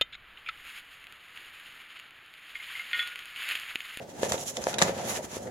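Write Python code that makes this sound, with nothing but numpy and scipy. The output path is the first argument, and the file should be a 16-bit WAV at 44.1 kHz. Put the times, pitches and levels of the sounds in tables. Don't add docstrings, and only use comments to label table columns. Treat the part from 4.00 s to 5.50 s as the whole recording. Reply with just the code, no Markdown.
import sys
import numpy as np
from scipy import signal
from scipy.fft import rfft, irfft
from scipy.io import wavfile
from scipy.ndimage import map_coordinates

SR = 44100
rng = np.random.default_rng(int(sys.argv[2]) if len(sys.argv) > 2 else 0)


def to_wav(sig):
    pcm = np.clip(np.atleast_2d(sig), -1, 1) * 32767
    pcm = np.round(pcm).astype(np.int16)
    wavfile.write(sys.argv[1], SR, pcm.T)


N = 66150


def undb(db):
    return 10 ** (np.asarray(db) / 20)


def unit(x):
    return x / np.sqrt(np.mean(x ** 2))


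def on_bins(points):
    hz, db = np.array(points).T
    return np.interp(np.log(np.arange(N // 2 + 1) * SR / N + 1), np.log(hz), db)


def colour(x, db):
    cep = irfft(np.log(undb(db)), N)
    cep[1:N // 2] *= 2
    cep[N // 2 + 1:] = 0
    response = irfft(np.exp(rfft(cep)), N)[None, :N // 16]
    return signal.fftconvolve(x, response, axes=1)[:, :N]


def spread(pair, width):
    return np.array([pair[0] + width * pair[1], pair[0] - width * pair[1]]) / np.sqrt(1 + width ** 2)


def walk(rate):
    return 1.2 * np.interp(np.arange(N) * rate / SR, np.arange(N), rng.standard_normal(N))


def grains(rate, spread_db):
    size = undb(spread_db * np.minimum(rng.exponential(size=(2, N)), 5))
    return spread(size * np.sign(rng.standard_normal((2, N))) * (rng.random((2, N)) < rate / SR), 1)


# (f/Hz, level/dB)
ROOM_TONE = [(25, -41), (60, -3.5), (600, -5.5), (1300, -23), (4000, -22.5), (16000, -35.5)]
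def background():
    noise = spread(rng.standard_normal((2, N)), width=0.37)
    return undb(-52) * unit(colour(noise, on_bins(ROOM_TONE)))


def room(x, t, wet_db, gap_s=0.0015, fade_s=0.2):
    noise = spread(rng.standard_normal((2, N)), width=0.44)
    tail = noise * (t > gap_s) * np.exp(-np.log(1000) * t / fade_s)
    return x + undb(wet_db) * signal.fftconvolve(x, unit(tail) / np.sqrt(N), axes=1)[:, :N]


# (t/s, level/dB, f/Hz)
LANDINGS = [(0.189, -36, 204), (.31, -33, 77.4), (0.589, -41, 59), (0.815, -21, 182.5), (0.819, -38, 68),
            (0.887, -31, 186), (1.046, -40.5, 116)]
def thumping(t, attack_s=0.0077, decay_s=0.021):
    out = np.zeros(N)
    for at, db, hz in LANDINGS:
        age = np.maximum(t - at, 0)
        size = np.minimum(age / attack_s, 1) * np.exp(-age / decay_s)
        out += undb(db) * size * np.sin(2 * np.pi * hz * age)
    return np.array([out, out])


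# (f/Hz, width/Hz, boost/dB)
RINGS = [(540, 32.5, 5), (602, 11, 1.5), (720, 13, 1.5), (947, 53, 6.5), (1732, 38, 3)]
def ringing(points):
    hz = np.arange(N // 2 + 1) * SR / N
    boosts = sum(db / (1 + (2 * (hz - centre) / width) ** 2) for centre, width, db in RINGS)
    return on_bins(points) + boosts


# (f/Hz, level/dB)
LEFT_LEAN = [(750, 0), (1500, 2), (3300, 1.5), (5000, -1), (7200, -9.5), (9000, 1), (13000, 6)]
def placed(x):
    lean = on_bins(LEFT_LEAN) / 2
    return np.vstack([colour(x[:1], lean), colour(x[1:], -lean)])


def fibre_ticks(tone_db):
    return unit(placed(colour(grains(rate=4500, spread_db=2.5), tone_db)))


# (f/Hz, level/dB)
SWISH_TONE = [(7000, -22), (11000, 6), (16000, -11)]
def skimming(t, at_s=1.102, length_s=0.03):
    swell = np.exp(-((t - at_s) / length_s) ** 2)
    return fibre_ticks(on_bins(SWISH_TONE)) * undb(-41) * swell


# (f/Hz, level/dB)
SHEET_TONE = [(30, -44), (55, -16), (100, -4), (180, 3), (300, -3), (570, 1), (780, -1.5), (1050, -19.5),
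              (2000, -20), (5000, -67)]
# (f/Hz, level/dB)
SHEET_WIDTH = [(120, -23), (350, -10.5), (800, -2.5)]
# (t/s, level/dB)
FLUTTER_LEVELS = [(0, -37.5), (.06, -50), (.16, -44.5), (.26, -33.5), (.35, -38), (.42, -43), (.56, -46.5),
                  (.59, -35), (.635, -45), (.7, -39), (.8, -35.5), (.84, -31.5), (.94, -37), (1.19, -37),
                  (1.29, -48), (1.37, -43.5), (1.5, -38.5)]
def fluttering(t):
    flexes = grains(rate=900, spread_db=1.5)
    mid = colour(flexes[:1], ringing(SHEET_TONE))
    side = colour(flexes[1:], ringing(SHEET_TONE) + on_bins(SHEET_WIDTH))
    ears = np.vstack([mid + side, mid - side])
    curl = np.cumsum(1 + 0.04 * walk(rate=9))
    body = np.array([map_coordinates(ear, [curl], mode="mirror") for ear in ears])
    return unit(body) * undb(np.interp(t, *np.array(FLUTTER_LEVELS).T))


# (f/Hz, level/dB)
HISS_TONE = [(1500, -28), (3300, -6.5), (4700, -12), (6000, -1.5), (7100, -1.5), (8600, -12.5), (10200, -6),
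             (12500, -15.5), (16000, -26.5)]
RASP_TONE = [(500, -13.5), (900, 0), (1800, -1.5), (3300, -5.5), (5000, -9), (9000, -42.5)]
# (t/s, rise/s, fall/s, hiss level/dB, rasp level/dB)
PULLS = [(0.027, 0.013, 0.01, -55, -51), (0.104, 0.019, 0.013, -53.5, -54.5),
         (0.201, 0.038, 0.017, -50, -50.5), (.247, 0.021, 0.024, -37, -39), (.3, 0.011, 0.028, -36, -43),
         (0.335, 0.013, 0.017, -35, -36.5), (0.41, 0.023, 0.021, -38, -47.5),
         (.486, 0.017, 0.014, -32, -44), (.557, 0.018, 0.038, -46, -52), (0.628, 0.011, 0.02, -43, -44.5),
         (0.689, 0.015, 0.031, -38, -39), (0.803, 0.0052, 0.0045, -39.5, -33),
         (.833, 0.012, 0.0038, -24.5, -25.5), (0.878, 0.026, 0.026, -41, -36),
         (0.991, 0.043, 0.048, -45.5, -43.5), (1.099, 0.036, 0.025, -35.5, -37),
         (1.161, 0.022, 0.018, -37, -39), (1.245, 0.014, 0.011, -42, -45), (1.367, 0.048, 0.014, -43, -44),
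         (1.44, 0.042, 0.034, -51.5, -58)]
def sliding(t):
    hiss_power, rasp_power = 0, 0
    for at, rise, fall, hiss_db, rasp_db in PULLS:
        speed = np.exp(-((t - at) / np.where(t < at, rise, fall)) ** 2)
        hiss_power += speed * undb(hiss_db) ** 2
        rasp_power += speed * undb(rasp_db) ** 2
    hiss = fibre_ticks(ringing(HISS_TONE)) * np.sqrt(hiss_power)
    rasp = fibre_ticks(ringing(RASP_TONE)) * np.sqrt(rasp_power)
    catching = undb(1.48 * walk(rate=110))
    return (hiss + rasp) * catching


# (f/Hz, level/dB)
CREASE_TONE = [(150, -6), (600, 2), (1800, 5.5), (2600, -1), (3600, 3.5), (4800, -3), (7000, 1.5),
               (8600, -12.5), (10200, -5.5), (16000, -37)]
# (t/s, level/dB, length/s, f/Hz, width/octaves, left minus right/dB)
SNAPS = [(0.2315, -25, 0.0038, 2200, 0.98, 3), (0.32, -19.5, 0.0035, 7000, 3, -0.5),
         (0.378, -37, 0.0082, 3000, 0.71, -2), (0.5684, -24.5, .004, 4400, 1.24, 1.5),
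         (0.6397, -21.5, 0.0015, 5900, 0.48, 4), (0.6684, -21, 0.0017, 1800, 0.42, 7),
         (0.729, -33.5, 0.0057, 1480, .25, 5), (0.7402, -27, 0.0064, 3470, 0.71, -4),
         (0.7834, -24, 0.0027, 12000, 5.5, 7.5), (0.784, -22, 0.0072, 3780, 0.1, -5),
         (0.7884, -24.5, .005, 12100, 2.5, 4.5), (0.8163, -15, 0.0039, 1780, 4.4, 5),
         (0.8214, -12.5, 0.0033, 5900, 0.55, 1), (0.8222, -13.5, 0.0035, 1820, 0.28, -0.5),
         (1.47, -44.5, 0.012, 1750, 0.37, 2)]
def crackling(t, attack_s=0.00083):
    out = np.zeros((2, N))
    hz = np.arange(N // 2 + 1) * SR / N + 1
    for at, db, length, centre_hz, octaves, pan_db in SNAPS:
        boost_db = 7.5 - 10 * np.log10(octaves)
        tone = ringing(CREASE_TONE) + boost_db * np.exp(-(np.log2(hz / centre_hz) / octaves) ** 2)
        tone -= 10 * np.log10(np.mean(undb(tone) ** 2))
        age = np.maximum(t - at, 0)
        size = np.minimum(age / attack_s, 1) * np.exp(-(age / length) ** 2)
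        burst = rng.standard_normal((2, N)) * size
        out += undb([[db + pan_db / 2], [db - pan_db / 2]]) * colour(burst, tone)
    return placed(out)


# (f/Hz, level/dB)
POP_TONE = [(110, -4), (400, 0), (2200, 2.5), (6000, -10.5)]
# (t/s, level/dB, f/Hz, number of swings)
BUCKLES = [(0.2316, -13, 493, 1.16), (0.313, -24, 450, 2), (.3216, -20, 710, 2.45),
           (0.3427, -18, 464, 0.98), (.582, -26.5, 575, 3.2), (.601, -31.5, 590, 4.9),
           (.669, -12.5, 610, 1.14), (.6828, -22.5, 637, 3.2), (.8164, -12.5, 777, 1.18),
           (0.8244, -19, 577, 1.2), (.845, -27.5, 536, 9.6), (0.8826, -23, 446, 1.3),
           (0.894, -17, 484, 1.33), (.997, -27, 736, 7.4), (1.19, -26.5, 600, 5.2),
           (1.2423, -27.5, 296, 0.97), (1.368, -21.5, 390, 0.65)]
def buckling(t, ring_db=-21, ring_s=0.0034):
    out = np.zeros(N)
    for at, db, hz, swings in BUCKLES:
        age = np.maximum(t - at, 0)
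        cycles = hz * age
        swell = np.minimum(cycles / (0.089 * swings ** 2), 1)
        flip = np.exp(-(cycles / swings) ** 2)
        ring = undb(ring_db) * np.exp(-age / ring_s)
        out -= undb(db) * swell * np.maximum(flip, ring) * np.sin(2 * np.pi * cycles)
    return placed(colour(np.array([out, out]), ringing(POP_TONE)))


def scene():
    t = np.arange(N) / SR
    quiet = background()
    left, right = room(fluttering(t) + buckling(t), t, wet_db=-9) + thumping(t)
    lag_s, pan_db = 0.0001, -1
    late_left = np.interp(t - lag_s, t, left)
    low = np.array([late_left * undb(pan_db / 2), right * undb(-pan_db / 2)])
    high = room(sliding(t) + skimming(t) + crackling(t), t, wet_db=-9.5)
    return quiet + low + high


def record(dry, low_hz=53, top_hz=15800):
    thin = signal.sosfilt(signal.butter(2, low_hz, "high", fs=SR, output="sos"), dry)
    return signal.sosfilt(signal.ellip(8, .2, 80, top_hz, fs=SR, output="sos"), thin)


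dry = scene()
out = record(dry)
to_wav(out)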